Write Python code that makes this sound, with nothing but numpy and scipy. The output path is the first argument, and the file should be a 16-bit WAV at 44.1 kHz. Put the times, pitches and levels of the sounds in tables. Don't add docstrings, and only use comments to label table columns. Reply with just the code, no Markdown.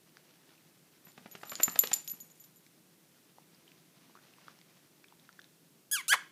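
import sys
import numpy as np
from scipy import signal
from scipy.fft import rfft, irfft, next_fast_len
from scipy.io import wavfile
from scipy.ndimage import map_coordinates

SR = 44100
rng = np.random.default_rng(int(sys.argv[2]) if len(sys.argv) > 2 else 0)


def unload_audio(sound):
    columns = np.transpose(np.atleast_2d(sound))
    steps = np.round(np.clip(columns, -1, 1) * 32767)
    wavfile.write(sys.argv[1], SR, steps.astype(np.int16))


def boost(x):
    u = np.asarray(x, float) / 20
    return 10 ** u


N = 278271

# f/Hz, density/dB
FLOOR_SPECTRUM = [(15, -51.5), (25, -36.5), (92, -19), (161, 2.5), (210, -6), (335, -4), (430, -10),
                  (900, -19), (2000, -20.5), (14500, -20.5), (15200, -23.5), (15600, -40.5), (16500, -52),
                  (17000, -120)]
FLOOR_DB = -65.37
# f/Hz, gain/dB
MIC_RESPONSE = [(20, -49.5), (60, -22.5), (110, -7), (200, -2), (15200, 0.5), (15600, -23.5), (22050, -42)]
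# f/Hz, t60/s
ROOM_T60 = [(200, 0.36), (1500, 0.32), (4000, 0.37), (8000, 0.26), (14000, 0.16)]

# t/s, rustle level/dB
FUR_MOTION = [(0.0, -75.5), (0.144, -70), (0.46, -66), (0.8, -72), (0.95, -71), (1.444, -61.5), (1.62, -55),
              (1.894, -56), (2.192, -68.5), (2.84, -75), (3.56, -69), (4.02, -67.5), (4.5, -65),
              (5.01, -73.5), (5.25, -70.5), (5.62, -75), (5.9, -78)]
# f/Hz, density/dB
COAT_SPECTRUM = [(88, -41.5), (150, 5), (508, -6), (660, -3.5), (1050, -5.5), (2410, -6), (2730, -6.5),
                 (6000, -11), (7800, -24.5), (13200, -120)]

# t/s, peak level/dB, hollow f/Hz
LICKS = [(0.579, -56, 2500), (3.384, -43.5, 816), (3.679, -46.5, 3100), (5.291, -39, 1430),
         (4.097, -55, 778), (4.153, -41, 1153), (4.162, -48.5, 1130), (4.173, -46, 1274),
         (4.189, -52, 1400), (4.384, -50, 1130), (4.482, -39, 1175), (5.044, -49, 2450), (5.124, -48, 950),
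         (5.392, -42.5, 1377)]
# t/s, peak level/dB, hollow f/Hz
CLAWS = [(0.093, -58, 2600), (0.17, -43, 1370), (0.309, -53, 1420), (0.964, -55, 2000),
         (2.445, -51.5, 3800), (2.665, -48.5, 2230), (3.36, -60.5, 4600), (3.547, -54, 4960),
         (3.718, -49.5, 2590), (4.337, -48.5, 2670), (4.442, -55, 1670), (4.589, -49.5, 1010),
         (4.614, -46, 2157), (4.774, -54, 686), (5.042, -49, 1680), (5.084, -50.5, 3250),
         (5.197, -55, 3510), (5.328, -50, 1770), (5.397, -47, 3700), (5.417, -45.5, 4100),
         (5.443, -47, 3470)]
CLAW_T60_S, CLAW_CLICK_DB = 0.0061, 1.5
LICK_T60_S, LICK_CLICK_DB = 0.012, -10
# f/Hz, density/dB
CLICK_SPECTRUM = [(500, -12), (1500, -7), (3500, 2), (6000, 0.0), (9000, -21)]

# t/s, pitch f/Hz, tone level/dB, tightness as brightness/(dB/octave)
SQUEAKS = [
    [(5.913, 1560, -34, 4), (5.919, 1650, -32, 7), (5.933, 1689, -28, 0.5), (5.949, 1640, -30, -2),
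     (5.963, 1446, -32.5, -2), (5.979, 1181, -39.5, -3), (5.989, 1140, -37.5, -5), (6.012, 995, -43, -7.5),
     (6.022, 950, -65, -4)],
    [(6.081, 1118, -36.5, 8), (6.088, 1289, -33, 9), (6.097, 1438, -28, 8.5), (6.118, 1604, -24, 0),
     (6.130, 1738, -19.5, -2.5), (6.137, 1429, -24, -3.5), (6.143, 1100, -27, -6), (6.149, 956, -33.5, -3),
     (6.16, 730, -44, -2)],
]
# f/Hz, gain/dB
CAVITIES = [
    [(900, -25), (1600, -3.5), (2200, -4.5), (3300, -5), (5000, -8), (6700, -1), (8400, -5.5), (10000, 1.5),
     (12000, -6), (15000, -9)],
    [(900, -4.5), (1600, 5), (2100, -4.5), (3300, -1.5), (5000, -9.5), (6700, -8.5), (8400, -13.5),
     (10000, -13.5), (12000, -35), (15000, -22)],
]
# initial looseness/(0-1), gives way t/s, loosening/(1/s), puff level/dB, hiss re tone/dB
SEALS = [
    (.05, 5.95, 7, -48, -12.5),
    (.05, 6.115, 35.8, -31, -12),
]
# f/Hz, density/dB
HISS_SPECTRUM = [(500, -49), (1500, -22), (3500, -5.5), (7000, 2), (11000, 4.5), (15500, -11)]
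PUFF_T60_S, LOOSEST = .03, 0.91
EDGE_S, EDGE_DB, EDGE_HZ, EDGE_RISE_S, EDGE_FALL_S = 6.13, -22.5, 2060, 0.0028, .0048

# t/s, peak level/dB, hair re peak/dB, hollow f/Hz
EAR_SLAPS = [(1.069, -45, -17, 410), (1.083, -53, 0, 401), (1.177, -39.5, -3, 1100),
             (1.258, -35.5, -16, 710), (1.351, -34, -1.5, 417), (1.411, -48, -19, 1880),
             (1.432, -30.5, -5, 1380), (1.519, -27.5, -16.5, 1270), (1.531, -40, 5.5, 1307),
             (1.599, -25.5, -5, 624), (1.68, -25.5, -18.5, 1330), (1.757, -26, 0, 674),
             (1.836, -25.5, 5, 620), (1.914, -27, 3, 1300), (2.135, -50, -18, 643), (2.23, -57, -11, 646)]
# t/s, level/dB
AIR_PUSHES = [(1.069, -54), (1.18, -50), (1.258, -52), (1.351, -50.5), (1.525, -52), (1.679, -39),
              (1.756, -50.5), (1.836, -41.5), (1.914, -48.5), (2.135, -53.5), (2.23, -54.5)]
# f/Hz, gain/dB
PAT_SPECTRUM = [(200, -7.5), (600, -0.5), (1300, -1.5), (2500, -4), (4000, -19), (8000, -37.5),
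                (14000, -70.5)]
# f/Hz, density/dB
BRUSH_SPECTRUM = [(1500, -12.5), (3500, -4.5), (6000, -12.5), (9000, -23)]

# t/s, crack level/dB, low mode level/dB, high mode level/dB, free ring/s
HARD_CLINKS = [
    (1.609, -46.5, -49, -42, .02),
    (1.6240, -27, -50, -39, .018),
    (1.6327, -11.5, -17.5, -17.5, .002),
    (1.6345, -18, -19.5, -18.5, .015),
    (1.7904, -11, -21, -10, .008),
    (1.9321, -12.5, -20, -48.5, .0083),
    (1.9389, -12, -45, -22, .003),
]
# t/s, crack level/dB, low mode level/dB, high mode level/dB
LIGHT_CLINKS = [(1.05, -62, -67, -52.5), (1.0819, -57, -64, -61), (1.1194, -50, -70, -72),
                (1.3134, -50, -61, -49.5), (1.4174, -49, -65, -66), (1.4534, -46, -56, -56),
                (1.4814, -55, -64, -47.5), (1.4955, -36, -43, -41.5), (1.5174, -36, -52, -49.5),
                (1.5549, -25.5, -46.5, -70.5), (1.699, -32.5, -63, -44), (1.7215, -39, -51, -40.5),
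                (1.8114, -48.5, -42, -31.5), (1.8514, -34, -52, -42), (1.8731, -22, -56, -61.5),
                (1.9504, -42, -45, -43.5), (2.0438, -61, -66, -50), (2.0772, -30.5, -52, -37),
                (2.0981, -37, -42.5, -34.5), (2.2024, -48, -54, -43), (2.3014, -53, -63, -66),
                (2.3989, -51, -56, -52), (2.4404, -48, -61.5, -54), (2.5594, -61.5, -65, -56)]
# t/s, ring level/dB
SECOND_TAG = [
    (1.313, -49),
    (1.5537, -41.5),
    (1.6092, -53),
    (2.0786, -39.5),
    (2.099, -49),
    (2.205, -45.5),
    (2.3004, -58),
    (2.3999, -59),
]
# f/Hz, level/dB, t60/s
LOW_MODES = [(7133, -2.5, 0.19), (7600, -25, 0.057), (8750, -28, 0.05016)]
# f/Hz, level/dB, t60/s
HIGH_MODES = [(11910, -1.5, .24), (12500, -13.5, .04), (12730, -22, .05), (14600, -29.5, .03)]
# f/Hz, level/dB, t60/s
SECOND_MODES = [(6800, 7.5, .2), (9220, -20.5, 0.11)]
# f/Hz, gain/dB
CRACK_SPECTRUM = [(800, -40), (2000, -2.5), (4000, 4), (8000, 2.5), (12000, 2), (16000, -24.5)]
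# f/Hz, gain/dB
TAP_SPECTRUM = [(800, -29.5), (2000, -10.5), (4000, 1), (6500, -3), (9000, -10), (16000, -25.5)]
# f/Hz, density/dB
LINK_SPECTRUM = [(2500, -30), (5000, -2), (8000, 0), (12000, 0.5), (15500, -5.5)]
HIGH_FREE = .45
LIGHT_FREE_S, SECOND_FREE_S = .021, .019
RATTLE_S, RATTLE_DB, RATTLE_RISE_DB_S, RATTLE_FALL_DB_S = 1.82, -57.5, 27, 23


def unit(x):
    return x / np.sqrt(np.mean(x ** 2) + 1e-20)


def along(points, hz):
    f, v = np.transpose(points)
    return np.interp(np.log(hz + 1), np.log(f + 1), v)


def wobble(rate, size):
    knots = rng.standard_normal(int(size * rate / SR) + 4)
    return map_coordinates(knots, [np.arange(size) * rate / SR])


def noise(spectrum, size):
    m = next_fast_len(size + 8192)
    gain = boost(along(spectrum, np.fft.rfftfreq(m, 1 / SR)))
    return unit(irfft(rfft(rng.standard_normal(m)) * gain, m)[:size])


def impulse(spectrum):
    cepstrum = irfft(np.log(boost(along(spectrum, np.fft.rfftfreq(2048, 1 / SR)))))
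    causal = np.r_[cepstrum[0], 2 * cepstrum[1:1024], np.zeros(1024)]
    h = irfft(np.exp(rfft(causal)))[:1024]
    return h / np.abs(h).max()


def add(track, s, x):
    part = track[round(s * SR):][:len(x)]
    part += x[:len(part)]


def room(x):
    out, step = np.zeros(N), SR // 8
    for i in range(0, N, step):
        hz, t, z = signal.stft(rng.standard_normal(SR // 2), SR, nperseg=256)
        decay = boost(-60 * t / along(ROOM_T60, hz)[:, None])
        tail = signal.istft(z * decay, SR, nperseg=256)[1]
        add(out, i / SR + .004, signal.fftconvolve(x[i:i + step], tail / np.linalg.norm(tail)))
    return out


def fur():
    s, db = np.transpose(FUR_MOTION)
    grain = boost(2.17 * wobble(400, N) + 2.33 * wobble(40, N))
    return boost(np.interp(np.arange(N) / SR, s, db)) * unit(grain * noise(COAT_SPECTRUM, N))


def licks_and_claws():
    out, t = np.zeros(N), np.arange(SR // 16) / SR
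    onset = 1 - np.exp(-t / 0.00034)
    for rows, t60, click_db in ((LICKS, LICK_T60_S, LICK_CLICK_DB), (CLAWS, CLAW_T60_S, CLAW_CLICK_DB)):
        for s, db, hz in rows:
            tone = np.sin(2 * np.pi * hz * t + 1.2 * wobble(402, len(t)))
            hollow = tone * boost(-60 * t / t60 + 3.3 * wobble(480, len(t)))
            click = noise(CLICK_SPECTRUM, len(t)) * boost(-60 * t / 0.0034)
            add(out, s, boost(db + 3.5) * onset * (hollow + boost(click_db) * click))
    return out


def squeaks():
    out = np.zeros(N)
    for rows, cavity, (firm, give_s, rate, puff_db, hiss_db) in zip(SQUEAKS, CAVITIES, SEALS):
        s, *cols = np.transpose(rows)
        t = np.arange(s[0], s[-1], 1 / SR)
        hz, tone_db, bright_db = [np.interp(t, s, c) for c in cols]
        loose = np.clip(firm + rate * np.maximum(t - give_s, 0), 0, LOOSEST)
        frayed_hz = hz * (1 + 0.149 * loose ** 1.6 * wobble(700, len(t)))
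        turn = 2 * np.pi * np.cumsum(frayed_hz) / SR
        tone, power = 0, 0
        for k in range(1, 15):
            softening_db = 30 * np.minimum(loose, .25) * np.log2(max(k / 2, 1))
            gain_db = along(cavity, k * hz) + bright_db * np.log2(k) - softening_db
            gain = boost(gain_db) * (k * hz < 15500)
            tone = tone + gain * np.sin(k * turn + .35 * k * k)
            power = power + gain ** 2 / 2
        tone = tone / np.sqrt(power)
        tone = tone * (1 + 0.4 * loose ** 2 * np.cos(turn / 2)) * (1 + 0.34 * loose * wobble(695, len(t)))
        torn = noise([(250, -20), (500, -5)] + cavity, len(t))
        tone = tone + 0.75 * loose ** 2 * torn
        leak = boost(tone_db + hiss_db) + boost(puff_db - 60 * (t - s[0]) / PUFF_T60_S)
        hiss = noise(HISS_SPECTRUM, len(t)) * (1 + 0.53 * np.cos(turn))
        onset = 1 - np.exp(-(t - s[0]) / 0.0003)
        add(out, s[0], (boost(tone_db) * tone + leak * hiss) * onset)
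    return out


def slit_edge():
    t = np.arange(N) / SR
    turn = 2 * np.pi * EDGE_HZ * t + 1.5 * wobble(600, N)
    swell_s = np.where(t < EDGE_S, EDGE_RISE_S, EDGE_FALL_S)
    return boost(EDGE_DB - ((t - EDGE_S) / swell_s) ** 2) * np.sin(turn)


def ears():
    out, pat, t = np.zeros(N), impulse(PAT_SPECTRUM), np.arange(SR // 16) / SR
    pat = np.r_[pat, np.zeros(len(t) - len(pat))]
    for s, db, hair_db, hz in EAR_SLAPS:
        pats = rng.standard_normal(len(t)) ** 3 * boost(-60 * t / .02) * (1 - np.exp(-t / .0015))
        cup = pat + .32 * np.sin(2 * np.pi * hz * t) * boost(-60 * t / .008)
        slap = signal.fftconvolve(pats, cup)[:len(t)]
        brush = noise(BRUSH_SPECTRUM, len(t)) * boost(-60 * t / 0.03) * (1 - np.exp(-t / .001))
        add(out, s, boost(db + 1.5) * (slap / np.abs(slap).max() + boost(hair_db - 9.5) * brush))
    push = np.sin(2 * np.pi * 190 * t) * boost(-60 * t / 0.026) * (1 - np.exp(-t / 0.00098))
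    for s, db in AIR_PUSHES:
        add(out, s, boost(db + 12) * push)
    return out


def rattle():
    late = np.arange(N) / SR - RATTLE_S
    level = boost(RATTLE_DB + np.minimum(RATTLE_RISE_DB_S * late, -RATTLE_FALL_DB_S * late))
    spikes = boost(3.2 * wobble(300, N) + 2.506 * wobble(50, N))
    return level * unit(spikes * noise(LINK_SPECTRUM, N))


def ring(modes, free_s, choke_db):
    t = np.arange(SR // 5) / SR
    choke = boost(-np.minimum(60 * np.maximum(t - free_s, 0) / 0.024, choke_db))
    beam = boost(4.58 * wobble(260, len(t)) * np.minimum(t / .008, 1))
    swing = 0.8 * wobble(260, len(t))
    tones = np.zeros(len(t))
    for hz, db, t60 in modes:
        strike_db = db + rng.normal(0, 2) * (db < -5)
        tones += boost(strike_db - 60 * t / t60) * np.sin(2 * np.pi * hz * t + swing)
    return tones * choke * beam * (1 - np.exp(-t / 0.00025))


def tags():
    out, n = np.zeros(N), np.arange(2000)
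    hard = [(*row, HIGH_FREE * row[-1]) for row in HARD_CLINKS]
    light = [(*row, LIGHT_FREE_S, LIGHT_FREE_S) for row in LIGHT_CLINKS]
    kinds = ((hard, impulse(CRACK_SPECTRUM), .1, 26), (light, impulse(TAP_SPECTRUM), 3, 7))
    for rows, crack, lift_db, choke_db in kinds:
        for s, db, low_db, high_db, low_free_s, high_free_s in rows:
            chatter = np.r_[1, .15 * rng.standard_normal(200) * boost(-.3 * n[:200])]
            add(out, s, boost(db + lift_db) * np.convolve(chatter, crack))
            sizzle = noise(LINK_SPECTRUM, 2000) * boost(-.15 * n)
            add(out, s, boost(max(low_db, high_db) - 7.5) * sizzle)
            add(out, s, boost(low_db + 2.0) * ring(LOW_MODES, low_free_s, choke_db))
            add(out, s, boost(high_db) * ring(HIGH_MODES, high_free_s, choke_db))
    for s, db in SECOND_TAG:
        add(out, s, boost(db - 11) * ring(SECOND_MODES, SECOND_FREE_S, 12))
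    return out


def scene():
    metal, head, small, near = tags(), ears(), licks_and_claws(), squeaks() + slit_edge()
    wet = room(boost(-13) * metal + boost(-10.0) * head + boost(-15) * small + boost(-16) * near)
    return (metal + rattle() + head + small + near + wet + fur())[None]


def top_cut(x):
    return signal.sosfilt(signal.butter(12, 16200, fs=SR, output="sos"), x)


def record(dry):
    heard = irfft(rfft(dry) * boost(along(MIC_RESPONSE, np.fft.rfftfreq(N, 1 / SR))), N)
    mix = heard + boost(FLOOR_DB) * noise(FLOOR_SPECTRUM, N)
    return top_cut(mix)


dry = scene()
out = record(dry)
unload_audio(out)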